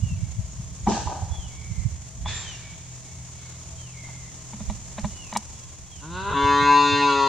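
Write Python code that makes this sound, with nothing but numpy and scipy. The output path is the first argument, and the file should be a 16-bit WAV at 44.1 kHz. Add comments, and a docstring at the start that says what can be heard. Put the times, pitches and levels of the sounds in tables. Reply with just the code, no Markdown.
"""Outdoors, wind bumps the microphone over a low distant drone, faint far sounds and a high steady hiss.
A bird repeats a falling whistle throughout, and three thin pips sound early on. Two thuds with rustling
tails follow, the second with a hoarse squeal, then a few dry wooden knocks. Last, a cow moos once: its
vocal folds climb in a thin high register, crack, and drop into a long brassy bellow shaped by throat
and jaw."""
import sys
import numpy as np
from scipy import signal
from scipy.fft import rfft, irfft, next_fast_len
from scipy.io import wavfile
from scipy.ndimage import map_coordinates

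SR = 44100
rng = np.random.default_rng(int(sys.argv[2]) if len(sys.argv) > 2 else 0)


def dump(signal):
    """Clip the signal to [-1, 1] and save it as 16-bit WAV at the path in sys.argv[1]."""
    limited = np.clip(np.atleast_2d(signal).T, -1, 1)
    pcm = np.round(limited * 32767).astype(np.int16)
    wavfile.write(sys.argv[1], SR, pcm)


N = 321048
TIME = np.arange(N) / SR


def amp(db):
    """Decibels to gain."""
    return 10 ** (np.asarray(db) / 20)


def unit_rms(x):
    """Scales to rms 1."""
    return x / np.sqrt(np.mean(x ** 2) + 1e-20)


def at_hz(points, hz):
    """A frequency curve read at these frequencies."""
    f, value = np.transpose(points)
    return np.interp(np.log(hz + 1), np.log(f + 1), value)


def curves(rows, t=TIME):
    """Each column of an automation table at these times."""
    s, *columns = np.transpose(rows)
    return [np.interp(t, s, c) for c in columns]


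def eq(x, points):
    """Filters by a curve in dB."""
    size = next_fast_len(x.shape[-1] + 4096)
    gain = amp(at_hz(points, np.fft.rfftfreq(size, 1 / SR)))
    return irfft(rfft(x, size) * gain, size)[..., :x.shape[-1]]


def drift(rate, t=TIME):
    """Smooth random modulation of about rms 1, with `rate` new values a second."""
    return map_coordinates(rng.standard_normal(4096), [t * rate], order=2, mode="wrap")


def pan(db):
    """Stereo gains with the left this many dB over the right."""
    gains = amp([[db / 2], [-db / 2]])
    return gains / gains.mean()


def add(mix, s, sound):
    """Mixes a sound in at s seconds."""
    part = mix[..., max(round(s * SR), 0):][..., :sound.shape[-1]]
    part += sound[..., :part.shape[-1]]


def envelope(start, db, attack, hold, fall_db_per_s):
    """A gain that rises, holds and dies away."""
    age = TIME - start
    rise = np.sin(np.clip(age / attack, 0, 1) * np.pi / 2) ** 2
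    return rise * amp(db - fall_db_per_s * np.maximum(age - attack - hold, 0))


# Stereo image of diffuse sound. Each row: frequency in Hz, left-right correlation.
CORRELATION = [(30, 0.81), (80, 0.54), (150, 0.69), (300, 0.66), (1200, 0.78), (3000, 0.64), (5000, 0.11),
               (7000, -0.43), (14000, -0.075)]

def noise(tone):
    """Coloured stereo noise of rms 1, narrow in the lows and mids, wide on top."""
    a, b = rfft(rng.standard_normal((2, N)))
    hz = np.fft.rfftfreq(N, 1 / SR)
    alike = np.clip(at_hz(CORRELATION, hz), -1, 1)
    mid, side = a * np.sqrt(1 + alike), b * np.sqrt(1 - alike)
    return unit_rms(irfft(np.array([mid + side, mid - side]) * amp(at_hz(tone, hz)), N))


# The yard's reverb. Each row: frequency in Hz, seconds to fall 60 dB.
YARD_DECAY = [(200, .45), (1000, .55), (3000, .62), (8000, .4)]

def yard(x, width=0.61):
    """Scattered outdoor echoes, each band dying at its own speed."""
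    mid, side = rng.standard_normal((2, SR)) * (rng.random((2, SR)) < 1500 / SR) * (TIME[:SR] > .012)
    hz, t, bands = signal.stft(np.array([mid + width * side, mid - width * side]), SR, nperseg=256)
    tail = signal.istft(bands * amp(-60 * t / at_hz(YARD_DECAY, hz)[:, None]), SR, nperseg=256)[1]
    return signal.fftconvolve(x[None], tail / np.linalg.norm(tail[0]), axes=1)[:, :N]


# Gusts. Each row: peak time in seconds, level in dB, half length in seconds, pan left in dB.
GUSTS = [(.05, -32.5, 0.31, -4.5), (1.0, -37.5, 0.65, -2), (1.807, -33.5, 0.13, -10),
         (2.334, -37, 0.13, -3.5), (4.69, -39, 0.12, -9), (5.15, -44, 0.37, -4), (6.46, -38.5, 0.29, -8)]
# Tone of the rumble. Each row: frequency in Hz, gain in dB.
RUMBLE_EQ = [(15, -44.5), (32, -14.5), (55, 1.5), (85, 3), (130, -6.5), (190, -9.5), (270, -33),
             (500, -63.5)]
# Bumps on the microphone. Each row: peak time in seconds, level in dB, pitch in Hz, pan left in dB.
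BUMPS = [(0.038, -16, 117, -11), (0.129, -23.5, 149, 10), (.234, -19.5, 103, -16), (0.393, -20, 103, 17),
         (0.449, -26, 74, 8), (.6, -26.5, 108, 4), (0.637, -31.5, 70, 2), (1.069, -25, 94, -17),
         (1.232, -20, 71.4, -7), (1.319, -21, 70, -31), (1.393, -24, 82, 11), (1.72, -24.5, 81.5, -19.5),
         (1.79, -21, 72, -22), (1.861, -16.5, 93.5, -25), (2.275, -26.5, 114, -2), (2.305, -28, 89.5, -7),
         (4.694, -20, 89, -27), (5.046, -21.5, 106, -17), (6.449, -22, 72, -8), (6.628, -27, 85, -16),
         (6.938, -23.5, 90, -27)]

def wind(breeze_db=-47.5, bump_s=0.012, lump_db=2.5, ragged=0.33):
    """Lumpy rumble swells in gusts, and eddies shove the microphone for a cycle or two."""
    power = amp(breeze_db) ** 2
    for s, db, half, side_db in GUSTS:
        power = power + (amp(db) * pan(side_db)) ** 2 * np.exp(-((TIME - s) / half) ** 2)
    out = np.sqrt(power) * amp(lump_db * drift(14)) * noise(RUMBLE_EQ)
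    t = TIME[:6000] - TIME[3000]
    for s, db, hz, side_db in BUMPS:
        turns = np.cumsum(hz * (1 + ragged * drift(130, t - t[0]))) / SR
        swell = amp(db) / np.cosh(t / bump_s * np.pi / 2)
        push = swell * np.sin(2 * np.pi * (turns - turns[len(t) // 2]))
        add(out, s + t[0], pan(side_db) * push[s + t >= 0])
    return out


# The drone's partials. Each row: pitch in Hz, level in dB before the fader.
DRONE_PARTIALS = [(81.5, -53), (123.5, -46), (166, -54.5)]
# Its fader, one swell and a retreat. Each row: time in seconds, gain in dB.
DRONE_FADER = [(2.7, -1), (3.4, 3), (4.2, 0), (5.8, -6.5)]

def drone(waver=0.01286, throb_db=2.0):
    """A distant hum whose partials each throb and waver."""
    hum = 0
    for hz, db in DRONE_PARTIALS:
        gain = amp(db + throb_db * drift(6.9))
        hum += gain * np.sin(2 * np.pi * np.cumsum(hz * (1 + waver * drift(6))) / SR)
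    return np.sqrt(2) * amp(curves(DRONE_FADER)[0]) * hum


# Tone of the open air. Each row: frequency in Hz, gain in dB.
AIR_EQ = [(120, 7.5), (250, 3), (450, -2.5), (650, -3), (1000, -3), (1500, -9.5), (2200, -6), (3500, -8),
          (4800, -6), (6000, 2.5), (6900, 8.5), (8000, -3), (10500, -18), (15000, -33)]
# Its fader. Each row: time in seconds, level in dB.
AIR_FADER = [(0, -45), (1.7, -43.5), (2.1, -45.5), (5.3, -42), (5.9, -46)]

def air(shimmer_db=1.36):
    """A bed of outdoor air with a high shimmering hiss."""
    return amp(curves(AIR_FADER)[0] + shimmer_db * drift(110)) * noise(AIR_EQ)


# Faint far-off sounds. Each row: band centre in Hz, level in dB.
FAR_BANDS = [(650, -66.5), (1050, -71.5), (3350, -69)]

def far_sounds(swell_db=4, spread=1.3):
    """Narrow bands of noise, each swelling and fading on its own."""
    return sum(amp(db + swell_db * drift(7)) * noise([(hz / spread, -60), (hz, 0), (hz * spread, -60)])
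               for hz, db in FAR_BANDS)


# Whistles with low endings. Each row: start of the fall in seconds, lead-in in seconds, top and end
# pitch in Hz, fall in seconds, relative level in dB, loudest point as a share of the fall, then the
# low note's pitch in Hz, relative level in dB, length and swell in seconds.
WHISTLES = [(0.049, 0.037, 2910, 2610, .1, -48.5, 0.38, 2250, -60, 0.22, .02),
            (1.341, 0.061, 3416, 2890, 0.135, -48, 0.55, 2260, -52, 0.38, 0.17),
            (2.444, .015, 3255, 2720, 0.124, -42.5, 0.47, 2290, -52, 0.17, 0.043),
            (3.806, .035, 3206, 2540, 0.11, -51.5, .05, 2190, -48.5, 0.37, 0.07),
            (5.182, 0.088, 2937, 2470, .13, -50, .2, 2260, -59, 0.035, .01),
            (5.906, 0.049, 3340, 2720, 0.12, -55, .55, 2200, -72, .05, 0.011)]
# The low note from a bird farther off. Each row: peak time in seconds, relative level in dB.
FAR_NOTES = [(3.15, -63), (3.45, -60)]
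# Tones of one squeal. Each row: start and length in seconds, pitch in Hz, relative level in dB.
SQUEAL = [(2.252, 0.2, 3580, -38.5), (2.276, 0.18, 1806, -45), (2.341, 0.092, 7340, -36)]

def bird_notes(scoop_hz=128, drop_hz=179, sag_hz_per_s=400, breakup_hz_per_s=220, fade_db_per_s=40):
    """Yields times, pitch and level for each whistle, low ending, far note and squeal tone."""
    for s, lead, top_hz, end_hz, fall, db, loudest, low_hz, low_db, low_length, swell in WHISTLES:
        # scoop up to the top, hold, then bend down
        t = np.arange(-lead, fall, 1 / SR)
        fallen = np.maximum(t, 0) / fall
        hz = top_hz - scoop_hz * np.exp(-(t + lead) / .011) - (top_hz - end_hz) * fallen ** 1.25
        fade_in_db = 159 * np.minimum(t, 0)
        yield s + t, hz, db - 11 * (fallen - loudest) ** 2 + fade_in_db
        # the low note drops into its pitch, sags, and breaks up the longer it is held
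        t = np.arange(0, low_length, 1 / SR)
        hz = low_hz + drop_hz * np.exp(-t / .012) + t * (breakup_hz_per_s * drift(110, t) - sag_hz_per_s)
        yield s + fall + .012 + t, hz, low_db - fade_db_per_s * abs(t - swell)
    for s, db in FAR_NOTES:
        t = np.arange(-.12, .12, 1 / SR)
        yield s + t, 2180 - sag_hz_per_s * t, db - fade_db_per_s * abs(t)
    for s, length, hz, db in SQUEAL:
        t = np.arange(0, length, 1 / SR)
        yield s + t, hz - 320 * np.exp(-t / .014), db - 12 * t / length


def birds(wobble_hz=24, flutter_db=2.6, waver=0.0024, hoarse=.02, dry_db=-1, far_echo_db=-14):
    """Whistled notes that turn hoarse at both ends of their range and trail an echo."""
    out, send = np.zeros((2, N))
    for t, hz, db in bird_notes():
        hz, db = hz + wobble_hz * drift(35, t), db + flutter_db * drift(40, t)
        strain = np.interp(hz, [2250, 2700, 3420, 3550, 5000], [1, .06, .06, 1.9, 0])
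        phase = 2 * np.pi * np.cumsum(hz * (1 + (waver + hoarse * strain) * drift(260, t))) / SR
        # louder is brighter; the lowest and highest notes get no octave
        brightness = amp(-2.5 + 2 * min(db.max() + 41, 0))
        octave = brightness * np.interp(hz, [2500, 2800, 3100, 3280], [0, 1.3, .9, 0])
        call = np.sqrt(2) * amp(db) * (np.sin(phase) + octave * np.sin(2 * phase))
        call *= signal.windows.tukey(len(t), .08)
        add(out, t[0], call)
        add(send, t[0], call * amp(-9 + 6 * np.minimum(strain, 1)))  # hoarse notes are wetter
    echo = yard(send)
    add(echo, .15, amp(far_echo_db) * yard(echo[0]))
    return amp(dry_db) * out + echo


# Thin high pips. Each row: peak time in seconds, peak level in dB.
PIPS = [(.524, -37.5), (.801, -40), (.845, -38.5)]

def pips(hz=6800, half_s=0.0038):
    """Tiny sine blips that stick out of the hiss."""
    gain = sum(amp(db) * np.exp(-((TIME - s) / half_s) ** 2) for s, db in PIPS)
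    return gain * np.sin(2 * np.pi * hz * TIME)


# Hits on wood, the two thuds among them. Each row: start in seconds, clack, crunch, thump and snap
# levels in dB, snap delay in seconds, contact time in seconds, hollow ring level in dB.
KNOCKS = [(0.8701, -3, -39, -7.5, -48, .01, 0.0049, -36), (.917, -16.5, -38, -13, -46, .004, 0.0031, -40),
          (.944, -19, -48, -18.5, -60, .01, .004, -36), (1.0702, -7.5, -52, -48, -60, .01, 0.0058, -33),
          (1.097, -21, -49, -50, -60, .01, 0.0052, -45), (2.2574, -19.5, -40, -37, -52, .01, 0.0029, -56),
          (2.282, -35, -53, -37, -55, .01, 0.0044, -52), (4.086, -38, -47, -51, -70, .01, 0.0029, -55),
          (4.533, -39, -45, -24.5, -51, .011, 0.00088, -40),
          (4.604, -49, -46, -21.5, -52, .011, 0.001, -39), (4.697, -28, -45, -19.5, -34, 0.01, 0.0016, -31),
          (4.983, -32.5, -34, -20.5, -35, .011, 0.00068, -32),
          (5.0435, -20, -39, -14, -31.5, 0.0093, 0.0025, -26),
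          (5.3255, -25.5, -41, -25, -29.5, 0.01, 0.0012, -32), (5.352, -28, -39, -22, -52, .01, 0.001, -38),
          (5.3608, -12, -35, -23.5, -13.5, 0.0085, 0.0019, -35)]
# The wood's modes. Each row: frequency in Hz, gain in dB, seconds to fall 60 dB.
WOOD_MODES = [(720, -13, 0.013), (844, -1.5, 0.038), (974, -2, 0.04), (1174, -8, 0.033), (1450, -22, 0.022),
              (1940, -4.5, 0.016), (2285, -7, 0.028), (2950, -11.5, 0.036), (3500, -14, .03),
              (3850, -8, 0.029)]
# Tone of the crunch and of the snap. Each row: frequency in Hz, gain in dB.
CRUNCH_EQ = [(150, -16), (430, -9), (620, 6.5), (1000, 5.5), (1400, -3), (2300, -0.5), (3000, -13),
             (3800, -3.5), (4600, -24), (9000, -60)]
SNAP_EQ = [(2500, -21), (3600, -17), (4200, -8), (5200, -11), (6500, -2.5), (8500, -9), (10500, -20.5),
           (15000, -37)]

def knocks(thump_hz=208, thump_t60=0.11, hollow_hz=620, hollow_t60=0.065, snap_t60=0.024, wet_db=-23):
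    """A crunch swells into each knock, which rings the wood, its hollow and its body; a snap follows."""
    t, out = TIME[:8000], np.zeros(N)
    lead = t[1300]
    crunch_shape = amp(-60 * np.maximum((lead - t) / .047, (t - lead) / .062))
    loudest_snap = max(row[4] for row in KNOCKS)
    for s, clack_db, crunch_db, thump_db, snap_db, delay, contact, hollow_db in KNOCKS:
        crunch = crunch_shape * unit_rms(eq(rng.standard_normal(len(t)), CRUNCH_EQ))
        add(out, s + .00304 - lead, amp(crunch_db) * crunch)
        clack = np.zeros(len(t))
        for k, (hz, db, t60) in enumerate(WOOD_MODES):
            detune = 1 + .018 * rng.standard_normal()
            # a long soft contact hardly stirs the high modes; neighbours swing opposite ways
            ring = amp(db - 2 * (hz * contact / 4) ** 2 - 60 * t / t60)
            clack -= (-1) ** k * ring * np.sin(2 * np.pi * hz * detune * t)
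        hollow = amp(hollow_db - 60 * t / hollow_t60) * np.sin(2 * np.pi * hollow_hz * t)
        thump = (1 - np.exp(-t / .0093)) * amp(-60 * t / thump_t60) * np.sin(2 * np.pi * thump_hz * t)
        touch = 1 - np.exp(-(t / contact) ** 2)
        add(out, s, touch * (amp(clack_db) * clack + hollow) + amp(thump_db) * thump)
        dull_db_per_octave = .5 * (loudest_snap - snap_db)  # weaker snaps are duller
        tone = [(hz, db - dull_db_per_octave * max(np.log2(hz / 4200), 0)) for hz, db in SNAP_EQ]
        snap = unit_rms(eq(rng.standard_normal(len(t)), tone))
        add(out, s + delay, touch * amp(snap_db - 60 * t / snap_t60) * snap)
    return out + amp(wet_db) * yard(out)


# The first thud's boom and its tail. Each: level in dB, attack and hold in seconds, fall in dB a second.
BOOM = (-23.5, 0.0138, 0.0173, 380.5)
BOOM_TAIL = (-46, 0.08, 0.18, 77)
# Rattles after that thud and its rebound. 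Each row: start in seconds, level in dB, attack and hold in
# seconds, fall in dB a second.
RATTLES = [(0.864, -28.5, .008, 0.075, 128), (1.085, -35.5, .012, 0.014, 60)]
# Tone of the boom and of the rattle. Each row: frequency in Hz, gain in dB.
BOOM_EQ = [(80, -13), (150, 1), (230, -2), (330, 0.5), (430, -2.5), (540, -21), (800, -68)]
RATTLE_EQ = [(400, -21.5), (620, -8.5), (820, 0.5), (960, -4.5), (1100, -20), (1230, -13), (1370, -31),
             (1570, -16), (2000, -52), (3500, -62)]

def thud_tail(start=.868, grain_db=2.0):
    """The first thud dies away in a low boom and a grainy hollow rattle."""
    boom = (envelope(start, *BOOM) + envelope(start, *BOOM_TAIL)) * noise(BOOM_EQ)
    rattle = sum(envelope(*row) for row in RATTLES) * noise(RATTLE_EQ) * pan(1.6)
    return (boom + rattle) * amp(grain_db * drift(90))


# A rustle after each thud, then a faint one alone. Each row: start in seconds, level in dB, attack and
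# hold in seconds, fall in dB a second.
RUSTLES = [(0.868, -33.5, 0.031, 0.065, 71.5), (2.256, -34.5, 0.038, 0.0083, 41.5),
           (3.36, -55, .06, .1, 60)]
# One tone curve per rustle. Each point: frequency in Hz, gain in dB.
RUSTLE_EQS = [
    [(900, -23), (1700, 2), (2100, -11), (2500, -2), (3600, -3), (5000, 0), (6600, 4), (8000, -5),
     (10000, -32), (13000, -47)],
    [(200, -9), (400, -1), (540, -5), (780, 1), (1020, 1.5), (1380, -2.5), (1830, 5), (2080, 0.5),
     (2400, 6), (3000, -2), (3650, 3), (4300, -0.5), (6000, 0.5), (6900, 5.5), (8500, -11), (11000, -42)],
    [(200, -4), (600, -6), (1400, 0), (2500, -7), (4000, 2), (6000, -12), (11000, -42)],
]

def rustles(grain_db=0.5):
    """Short washes of noise with a fine uneven grain."""
    return sum(envelope(*row) * amp(grain_db * drift(250)) * noise(tone)
               for row, tone in zip(RUSTLES, RUSTLE_EQS))


# Tone of the throat and of the hoarse breath in the rise. 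Each row: frequency in Hz, gain in dB.
THROAT_EQ = [(165, -1), (250, -21), (400, -2), (580, -10), (730, -17), (1000, 6.5), (1250, -10.5),
             (1490, 3.5), (1800, -26.5), (2050, -18), (2300, -29.5), (2700, -11), (3150, -28),
             (3600, -15.5), (3950, -19), (4400, -36), (7000, -64)]
BREATH_EQ = [(1900, -24.5), (2350, -19), (2700, 0), (3200, -12), (3600, -2.5), (4000, 2), (4500, -8.5),
             (6000, -27), (10000, -59)]

def moo_rise(start=5.98, crack=6.333, end=6.37, low_hz=120.75, high_hz=221.5, build_s=.19,
             soft_db=-56.5, effort_db=36, flutter_db=3.0, hum_db=-42.5, breath_db=-48.5):
    """Pitch and level climb with effort in the folds' high register, until the voice cracks and drops."""
    t = np.arange(start, end, 1 / SR)
    effort = 1 - np.exp(-(t - start) / build_s)
    cracked = .5 + .5 * np.tanh((t - crack) / .009)
    hz = (1 - cracked) * (low_hz + (high_hz - low_hz) * effort) + cracked * BELLOW_PITCH[0][1]
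    db = soft_db + effort_db * effort - 398 * np.maximum(t - crack, 0)
    turns = np.cumsum(hz * (1 + .0035 * drift(120, t))) / SR
    folds = sum(np.cos(2 * np.pi * k * turns + k * k / 7) for k in range(1, 36))
    puffs = (.54 + np.exp(-(turns % 1) / .3)) * rng.standard_normal(N)[:len(t)]
    # rough at the weak start and around the crack, clear between
    rough = np.clip(.05 + .35 * (1 - effort) ** 5 + .72 * np.exp(-((t - crack) / .034) ** 2), 0, 1)
    voice = (1 - rough) * unit_rms(eq(folds, THROAT_EQ)) + rough * unit_rms(eq(puffs, THROAT_EQ))
    voice *= amp(db + flutter_db * drift(25, t)) / np.hypot(rough, 1 - rough)
    # the fundamental and its octave hum through while the voice is still soft
    hum_gain = np.sqrt(2) * amp(hum_db) * np.exp(-((effort - .45) / .24) ** 2)
    hum = hum_gain * (np.cos(2 * np.pi * turns) + amp(-4) * np.cos(4 * np.pi * turns))
    breath = amp(breath_db) * np.exp(-((t - 6.195) / .062) ** 2 / 2) * unit_rms(eq(puffs, BREATH_EQ))
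    opening = 1 - np.exp(-(t - start) / .049)
    out = np.zeros(N)
    add(out, start, (opening * (voice + breath) + hum) * signal.windows.tukey(len(t), .08))
    return out


# Resonances of throat and mouth, low to high, moving with the jaw.
# Each row: time in seconds, centre in Hz, relative level in dB.
CHEST = [(6.36, 317, -28), (6.424, 361, -26), (6.663, 347.4, -25.5), (7.006, 337, -25), (7.28, 408, -26.5)]
MAIN_RING = [(6.36, 1024, -22), (6.426, 1017, -22), (6.52, 1054, -15.5), (6.647, 1058, -20),
             (6.70, 1010, -14), (6.8, 1016, -16), (6.885, 1035, -23), (6.99, 1032, -22.5),
             (7.03, 966, -18.5), (7.11, 1035, -20), (7.155, 999, -22), (7.2, 1010, -19.5),
             (7.28, 1022, -19.5)]
UPPER_RING = [(6.36, 1484, -31), (6.526, 1500, -24.5), (6.57, 1460, -28.5), (6.65, 1496, -24),
              (6.716, 1527, -25.5), (6.828, 1480, -29.5), (6.963, 1509, -26.5), (7.06, 1467, -33.5),
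              (7.1, 1410, -24), (7.134, 1375, -31), (7.17, 1360, -31.5), (7.28, 1335, -28)]
LOW_HONK = [(6.36, 1734, -36), (6.47, 1750, -38.5), (6.53, 1740, -31), (6.608, 1860, -35),
            (6.707, 1750, -37), (6.796, 1920, -37), (6.959, 1840, -38), (7.009, 1930, -28.5),
            (7.054, 1870, -48.5), (7.2, 1895, -36), (7.28, 1890, -40)]
HIGH_HONK = [(6.36, 2190, -49), (6.42, 2150, -36.5), (6.5, 2160, -35.5), (6.56, 2070, -38.5),
             (6.63, 2094, -32), (6.7, 2140, -33.5), (6.81, 2250, -44), (6.93, 2230, -38),
             (6.996, 2190, -33.5), (7.042, 2190, -42), (7.13, 2320, -40), (7.22, 2050, -51)]
BRASS = [(6.36, 2780, -39.5), (6.43, 2790, -41), (6.511, 2610, -37.5), (6.6, 2580, -40.5),
         (6.68, 2630, -33.5), (6.78, 2653, -28.5), (6.9, 2626, -30), (6.985, 2760, -34.5),
         (7.035, 2620, -27.5), (7.07, 2690, -36.5), (7.1, 2740, -33.5), (7.22, 2630, -37),
         (7.28, 2680, -35.5)]
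HIGH_BRASS = [(6.36, 3250, -43), (6.44, 3060, -38.5), (6.5, 3050, -46), (6.59, 3180, -38),
              (6.683, 3420, -46), (6.82, 3250, -59), (6.96, 3150, -42), (7.05, 3330, -47.5),
              (7.1, 3320, -37), (7.16, 3360, -44), (7.28, 3200, -39)]
LOW_EDGE = [(6.36, 3520, -34), (6.533, 3550, -39), (6.589, 3630, -35.5), (6.734, 3630, -34),
            (6.93, 3615, -29.5), (7.05, 3680, -33.5), (7.09, 3620, -38), (7.13, 3690, -38.5),
            (7.28, 3550, -38)]
MID_EDGE = [(6.36, 3920, -43.5), (6.5, 4050, -40), (6.603, 3990, -33.5), (6.664, 4100, -35.5),
            (6.726, 4080, -31), (6.97, 4090, -33), (7.06, 4060, -36), (7.09, 4050, -34), (7.135, 4060, -32),
            (7.17, 4070, -41), (7.28, 4110, -36)]
HIGH_EDGE = [(6.36, 4387, -53.5), (6.59, 4450, -43.5), (6.645, 4480, -49.5), (6.72, 4440, -39),
             (6.9, 4510, -38.5), (7.05, 4450, -39.5), (7.085, 4470, -36.5), (7.14, 4440, -41.5),
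             (7.28, 4510, -41)]
# The formant bank. Each row: one resonance above, half width in Hz.
FORMANTS = [(CHEST, 209), (MAIN_RING, 171.5), (UPPER_RING, 136), (LOW_HONK, 190), (HIGH_HONK, 170),
            (BRASS, 233), (HIGH_BRASS, 160), (LOW_EDGE, 156), (MID_EDGE, 165), (HIGH_EDGE, 150)]
# The buzz above the formants. Each row: frequency in Hz, gain in dB.
BUZZ_EQ = [(4750, -34.5), (5000, -26.5), (5350, -59), (5780, -34), (6100, -41.5), (6450, -29.5),
           (6730, -26), (7000, -70.5), (7430, -45), (8100, -49), (9500, -61.5)]

def throat_gains(t, pitch, valley_db=-70.5, buzz_from_hz=4600, buzz_db=-19, flutter_db=2.36):
    """Each harmonic's gain over time through steep-sided resonances, with a buzz swelling in on top."""
    hz = np.arange(1, 68)[:, None] * pitch
    buzz = amp(buzz_db + at_hz(BUZZ_EQ, hz)) * (1 - np.exp(-(t - t[0]) / .11))
    power = np.where(hz > buzz_from_hz, buzz, amp(valley_db)) ** 2
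    for track, width in FORMANTS:
        centre, db = curves(track, t)
        power += amp(db) ** 2 / (1 + ((hz - centre) / width) ** 2) ** 5
    # higher harmonics flutter more
    flutter = np.array([min(k / 10, 1) * drift(22, t) for k in range(len(hz))])
    return np.sqrt(power) * amp(flutter_db * flutter)


# The bellow's pitch. Each row: time in seconds, pitch in Hz.
BELLOW_PITCH = [(6.36, 140), (6.5, 141.7), (6.62, 142.7), (6.72, 143.5), (6.86, 143.2), (7.044, 142.5),
                (7.1, 140.9), (7.154, 139.6), (7.226, 138.4), (7.28, 137.6)]
# The voice settles, then roughens as it tires. Each row: time in seconds, roughness (0 is clear).
ROUGHNESS = [(6.36, .6), (6.5, 0.4), (6.7, 0), (6.88, 0.3), (7.04, 0.45), (7.11, 1.2), (7.17, 1.2),
             (7.28, 0.7)]
# Tone of the rasp. Each row: frequency in Hz, gain in dB.
RASP_EQ = [(200, 0.5), (600, -6), (1000, -2), (1500, -3.5), (2000, -2), (2700, -2.5), (3200, -8),
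           (3900, -4.5), (4600, -8.5), (5400, -17), (6600, -11), (9000, -35), (12000, -66)]

def moo_bellow(start=6.325, attack_s=0.046, smear=.09, voice_db=1.01, rasp_db=-57):
    """Steady fold pulses ring the throat and mouth; shake and rasp grow with roughness."""
    t = TIME[round(start * SR):]
    coarse = t[::128]  # control rate
    (hz,), (rough,) = curves(BELLOW_PITCH, t), curves(ROUGHNESS, t)
    shake = (.0004 + .0014 * rough) * drift(250, t)
    turns = np.cumsum(hz * (1 + .0006 * drift(70, t) + shake)) / SR
    gains = throat_gains(coarse, hz[::128])
    # the throat rings after each closure, so each harmonic's lag shifts with the resonances
    shape = np.log(gains)
    lags = -signal.hilbert(np.vstack([shape[:1], shape, shape[::-1]]), axis=0).imag[1:]
    stray = .03 + .31 * rough[::128]
    voice = 0
    for k, gain in enumerate(gains):
        # the treble trails within each cycle, and rough harmonics stray on their own
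        lag = lags[k] - smear * k ** 2 + stray * min(k / 20, 1) * drift(90, coarse)
        phase = 2 * np.pi * (k + 1) * turns + np.interp(t, coarse, lag)
        voice += amp(voice_db) * np.interp(t, coarse, gain) * np.cos(phase)
    puffs = (.4 + np.exp(-(turns % 1) / .3)) * rng.standard_normal(N)[:len(t)]
    rasp = amp(rasp_db + 10 * rough) * unit_rms(eq(puffs, RASP_EQ))
    fade = np.clip((t - start) / attack_s, 0, 1) * signal.windows.tukey(len(t), .006)
    out = np.zeros(N)
    add(out, start, (voice + rasp) * fade)
    return out


# The moo's reverb send. Each row: frequency in Hz, gain in dB.
MOO_SEND = [(300, -22), (1000, -17), (1600, -12), (3000, -8.5), (6500, -6.5)]
# Its place in the stereo field. Each row: frequency in Hz, pan left in dB.
MOO_PAN = [(280, -0.5), (430, 1.5), (850, 5), (1000, 4.5), (1500, -3.5), (2600, 1), (4000, 1.5),
           (7000, 1.5)]

def cow():
    """Both registers echo in the yard, the rise wetter than the bellow, a little to the left."""
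    rise, bellow = moo_rise(), moo_bellow()
    left, right = rise + bellow + yard(eq(2 * rise + bellow, MOO_SEND))
    return np.array([eq(left, [(hz, db / 2) for hz, db in MOO_PAN]),
                     eq(right, [(hz, -db / 2) for hz, db in MOO_PAN])])


def scene():
    """The cow, the knocks and the birds over the outdoor bed."""
    events = cow() + knocks() + thud_tail() + rustles() + birds() + pips()
    return events + far_sounds() + wind() + drone() + air()


def record(dry, cutoff_hz=15800):
    """A steep low-pass on the whole mix."""
    lowpass = signal.firwin(511, cutoff_hz, window=("kaiser", 9), fs=SR)
    return signal.oaconvolve(dry, lowpass[None], "same")


dry = scene()
out = record(dry)
dump(out)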